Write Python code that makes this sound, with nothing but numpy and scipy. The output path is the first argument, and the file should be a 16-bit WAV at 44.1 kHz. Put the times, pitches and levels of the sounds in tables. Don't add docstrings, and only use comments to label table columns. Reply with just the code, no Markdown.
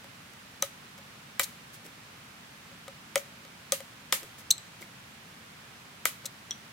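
import sys
import numpy as np
from scipy import signal
from scipy.fft import rfft, irfft, next_fast_len
from scipy.io import wavfile

SR = 44100
rng = np.random.default_rng(int(sys.argv[2]) if len(sys.argv) > 2 else 0)


def output_pcm(signal):
    pcm = np.clip(np.atleast_2d(signal).T, -1, 1) * 32767
    wavfile.write(sys.argv[1], SR, np.round(pcm).astype(np.int16))


N = 296484

# start_s, strength_db, cut_s, tilt_db_per_octave, piece_db, first_mode_hz, second_mode_hz
BLOWS = [(0.6230, -7.5, 0.003, 2, -12, 3940, 6120), (1.3950, 1, 0.0027, 5, -12.5, 2250, 7620),
         (3.1569, -6, 0.0011, 1.5, -19, 2390, 6570), (3.7210, -0.5, 0.0011, -1, -16.5, 6200, 9140),
         (4.1239, 4, 0.002555, -3, -20.5, 2240, 6000), (6.0539, 0, 0.00236, -1, -11, 2220, 11740)]
# start_s, level_db, sharpness_db
TAPS = [(0.0425, -51.5, 0), (0.3347, -58, 4.5), (0.9783, -56.5, 6), (0.9853, -53, -1.5), (1.8630, -55, 6.5),
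        (2.7137, -52.5, -5), (2.8801, -42, -2), (3.1772, -40, 0), (3.4500, -49.5, -1.5),
        (3.8039, -42, -2.5), (4.2304, -48, 2.5), (4.8185, -49, 1), (6.2468, -47, -4)]
# start_s, level_db, length_s, first_pitch_hz, roughness (0-1)
SQUEAKS = [(1.431, -30.5, 0.015, 1972, 0.6), (4.505, -12.5, .0098, 2850, 0.04),
           (6.2545, -31.5, 0.011, 2340, 0.42)]
# start_s, level_db, first_mode_hz, second_mode_hz, second_over_first_db
CLACKS = [(0.043, -36.5, 900, 1340, -4), (3.177, -27, 6950, 6000, -4), (4.58, -33.5, 4000, 7900, 7.5),
          (4.8252, -37.5, 2160, 5150, 2), (6.5084, -25.5, 3230, 5860, 11), (6.514, -28, 3230, 5900, -25)]
# start_s, leaves_db, thud_db
SCUFFS = [(1.73, -48.5, -69), (1.843, -52.5, -53.5), (4.221, -66, -52), (4.379, -48, -64),
          (4.805, -50, -53.5)]
# pitch_hz, level_db, t60_s
LOG_MODES = [(276, -25, 0.058), (425, -19.5, 0.074), (551, -5.5, 0.079), (557, -2, 0.067), (635, -6, 0.039),
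             (749, -9.5, 0.041), (1258, -7, 0.046)]
STICK_MODES = [(733, -11, 0.016), (1042, -14.5, 0.035), (1234, -8, 0.042), (1480, -9, 0.021),
               (2004, -4, 0.019), (2203, -9.5, 0.025), (3110, 1.5, 0.0056), (3630, -8, 0.0065)]
# frequency_hz, level_db
CRACK_SPECTRUM = [(40, -28), (300, -23.5), (1200, -17), (2800, -6.5), (4000, 4.5), (4900, -1), (6200, 3),
                  (7000, 3.5), (8200, 3.5), (10200, -4), (12500, -1), (16000, -7)]
SCATTER_SPECTRUM = [(30, -30), (150, -32), (450, -4), (900, -0.5), (1250, 2.5), (1600, 2), (2200, 6),
                    (3000, 5), (4000, 4.5), (5200, 1.5), (7500, 3.5), (10000, 0.5), (11800, 1.5),
                    (16000, -4)]
GREEN_WOOD_SPECTRUM = [(1500, -40), (2700, -21), (3400, -10), (4150, 3), (5100, -5), (6200, 1.5),
                       (7000, -1.5), (8200, -1.5), (10000, -35), (12500, -16), (16000, -30)]
LEAF_SPECTRUM = [(500, -8), (3000, -5), (8000, -3), (15000, -6)]
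EARTH_SPECTRUM = [(60, -14), (200, -16), (360, -2), (600, -11), (1500, -29)]
FOREST_SPECTRUM = [(15, -50), (25, -30), (70, -12.5), (123, -3.5), (170, -4), (212, -3.5), (344, -14),
                   (624, -13), (818, -12), (962, -11.5), (1370, -10), (2690, -12.5), (5430, -19.5),
                   (13600, -28), (16000, -30)]
# frequency_hz, correlation (0-1)
FOREST_LIKENESS = [(30, 0.76), (70, 0.91), (160, 0.99), (290, 0.8), (640, 0.19), (1400, 0.023),
                   (15000, 0.019)]
# frequency_hz, left_over_right_db
FOREST_BALANCE = [(100, 0.5), (600, -.3), (1300, -1.5), (2400, -3), (4400, -1.5), (9000, -0.5)]
# frequency_hz, left_lead_rad
LEFT_LEAD = [(100, 0.057), (600, 0.095), (1460, 0.73), (2700, 0.68), (5000, 0.22), (12000, 0.26)]

TOP_HZ = 16000
T = np.arange(SR // 2) / SR


def amp(db):
    return 10 ** (np.asarray(db) / 20)


def unit(x):
    return x / np.sqrt(np.mean(x ** 2) + 1e-20)


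def along(points, hz):
    frequencies, values = np.transpose(points)
    return np.interp(np.log(hz + 1), np.log(frequencies + 1), values)


def filtered(x, response):
    n = x.shape[-1]
    padded = next_fast_len(n + SR // 8)
    return irfft(rfft(x, padded) * response(np.fft.rfftfreq(padded, 1 / SR)), padded)[..., :n]


def noise(spectrum, shape, tilt_db=0):
    colour = lambda hz: amp(along(spectrum, hz) + tilt_db * np.log2(np.maximum(hz, 800)))
    return unit(filtered(rng.standard_normal(shape), colour))


def add(track, start_s, sound):
    part = track[..., round(start_s * SR):][..., :len(T)]
    part += sound[..., :part.shape[-1]]


def gate(length_s, rise_s):
    return (1 - np.exp(-T / rise_s)) / (1 + (T / length_s) ** 20)


def forest():
    width = lambda hz: np.arccos(np.clip(along(FOREST_LIKENESS, hz), -1, 1)) / 2
    spread = lambda hz: np.array([np.cos(width(hz)), np.sin(width(hz))])
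    lean = lambda hz: amp(np.outer([.5, -.5], along(FOREST_BALANCE, hz)))
    mid, side = filtered(noise(FOREST_SPECTRUM, (2, N)), spread)
    return amp(-50) * unit(filtered(np.array([mid + side, mid - side]), lean))


def taps():
    out = np.zeros((2, N))
    for start_s, level_db, sharp_db in TAPS:
        tick = amp(sharp_db) * crack(length_s=0.0032, tilt_db=-2)
        stick = amp(6.5) * ring(STICK_MODES, attack_s=0.00031)
        knock = amp(-sharp_db) * log_knock(attack_s=0.002)
        tap = amp(level_db) * (tick + stick + knock)
        add(out, start_s, outdoors(tap, wet_db=-19, echo_db=-24, echo_s=.009))
    return out


def crack(length_s, tilt_db):
    volley = noise(CRACK_SPECTRUM, len(T), tilt_db) * gate(length_s, rise_s=0.00033)
    return volley * np.sqrt(length_s * SR / np.sum(volley ** 2))


def ring(modes, attack_s, vary_db=0.0):
    hz, level_db, t60_s = np.transpose(modes)[..., None]
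    size, detune, phase = rng.standard_normal((3, len(modes), 1))
    waves = np.sin(2 * np.pi * hz * (1 + .009 * detune) * T + .5 * phase)
    decays = amp(level_db + vary_db * size - 60 * T / t60_s)
    return (decays * waves).sum(0) * (1 - np.exp(-T / attack_s))


def log_knock(attack_s):
    low_cut = signal.butter(2, 170, "highpass", fs=SR, output="sos")
    return signal.sosfilt(low_cut, ring(LOG_MODES, attack_s, vary_db=2))


def outdoors(x, wet_db, echo_db, echo_s):
    echo = filtered(x, lambda hz: np.exp(-2j * np.pi * hz * echo_s))
    return placed(x + amp(echo_db) * echo, left_db=3.0) + amp(wet_db) * scattered(x)


def placed(x, left_db):
    return x * amp([[left_db / 2], [-left_db / 2]])


def scattered(x):
    tail = scatter(t60_s=0.1, rise_s=0.0016, far_db=-18, far_t60_s=0.61)
    return signal.fftconvolve(x[None], tail / np.linalg.norm(tail[0]), axes=1)[:, :len(x)]


def scatter(t60_s, rise_s, far_db, far_t60_s, tilt_db=0):
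    fade = amp(-60 * T / t60_s) + amp(far_db - 60 * T / far_t60_s)
    onset = 1 - np.exp(-(T / rise_s) ** 2)
    return noise(SCATTER_SPECTRUM, (2, len(T)), tilt_db) * fade * onset


def clacks():
    out = np.zeros((2, N))
    for start_s, level_db, first_hz, second_hz, second_db in CLACKS:
        tone = ring([(first_hz, 0, 0.034), (second_hz, second_db, 0.023)], attack_s=0.00087, vary_db=6)
        tick = amp(second_db - 18) * crack(length_s=0.0018, tilt_db=-5.5)
        piece = amp(level_db) * choked(tone + tick, contact_s=.003, left_over_db=-11)
        add(out, start_s, outdoors(piece, wet_db=-10, echo_db=-27, echo_s=.013))
    return out


def choked(x, contact_s, left_over_db):
    floor = amp(left_over_db)
    return x * (floor + (1 - floor) / (1 + (T / contact_s) ** 10))


def chops():
    out = np.zeros((2, N))
    for start_s, strength_db, cut_s, tilt_db, piece_db, first_hz, second_hz in BLOWS:
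        stretch = cut_s / .002
        through_s = start_s + 0.726 * cut_s
        snap = amp(-18.5 + 0.17 * strength_db) / np.sqrt(stretch) * crack(cut_s, tilt_db)
        add(out, start_s, placed(snap, left_db=3.2))
        piece = ring([(first_hz, 0, .03), (second_hz, -.5, .02)], attack_s=0.0016, vary_db=3.4)
        piece = amp(piece_db) * choked(piece, contact_s=0.0039, left_over_db=-14)
        add(out, start_s, outdoors(piece, wet_db=-16, echo_db=-26, echo_s=.009))
        bite_db = -12 - 7.5 * np.log2(first_hz / 2200)
        stick = ring(STICK_MODES, attack_s=0.00046)
        bite = amp(bite_db) * choked(stick, contact_s=0.0035, left_over_db=-8)
        add(out, through_s, outdoors(bite, wet_db=-10, echo_db=-19, echo_s=0.005))
        knock_db = -23.5 - .75 * strength_db - 7 * np.log2(stretch)
        knock = amp(knock_db) * log_knock(attack_s=0.009)
        add(out, through_s, placed(knock, left_db=2.0) + amp(-10.5) * scattered(knock))
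        earth_thud = amp(-50.5 - 60 * T / 0.093) * noise(EARTH_SPECTRUM, len(T))
        add(out, through_s, earth_thud)
        litter = scatter(t60_s=0.15, rise_s=0.0006, far_db=-18, far_t60_s=0.52, tilt_db=.7)
        undergrowth = scatter(t60_s=0.15, rise_s=0.0026, far_db=-25, far_t60_s=0.71, tilt_db=4.8)
        add(out, start_s, amp(strength_db - 28) * litter)
        add(out, start_s + 0.013, amp(strength_db - 33.5) * undergrowth)
    return out


def squeaks():
    out = np.zeros((2, N))
    harmonic = np.arange(1, 8)[:, None]
    last_pitch_hz = 4157
    for start_s, level_db, length_s, first_hz, roughness in SQUEAKS:
        glide = np.minimum(T / (0.88 * length_s), 1)
        pitch_hz = first_hz + (last_pitch_hz - first_hz) * np.sin(np.pi / 2 * glide) ** 2
        partial_hz = harmonic * pitch_hz
        partial_db = along(GREEN_WOOD_SPECTRUM, partial_hz) + 1.5 * np.log2(harmonic)
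        waves = np.sin(2 * np.pi * harmonic * np.cumsum(pitch_hz) / SR)
        tone = unit((amp(partial_db) * (partial_hz < TOP_HZ) * waves).sum(0))
        rasp = noise(CRACK_SPECTRUM, len(T), tilt_db=0.5)
        rasp_share = np.clip(2 * roughness * (1 - 0.3 * glide), 0, 1)
        squeal = np.sqrt(1 - rasp_share) * tone + np.sqrt(rasp_share) * rasp
        squeal *= amp(level_db) * gate(length_s, rise_s=0.00085)
        add(out, start_s, outdoors(squeal, wet_db=-17.5, echo_db=-17.5, echo_s=0.011))
    return out


def scuffs():
    out = np.zeros((2, N))
    peak_s = 0.0125
    swell = T / peak_s * np.exp(1 - T / peak_s)
    for start_s, leaves_db, thud_db in SCUFFS:
        swish = amp(leaves_db) * noise(LEAF_SPECTRUM, (2, len(T)))
        thud = amp(thud_db) * noise(EARTH_SPECTRUM, len(T))
        add(out, start_s, swell * (swish + thud))
    return out


def scene():
    return chops() + taps() + squeaks() + clacks() + scuffs() + forest()


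def record(dry):
    ports = filtered(dry, lambda hz: np.exp(1j * np.outer([.5, -.5], along(LEFT_LEAD, hz))))
    return filtered(ports, lambda hz: 1 / (1 + (hz / TOP_HZ) ** 160))


dry = scene()
out = record(dry)
output_pcm(out)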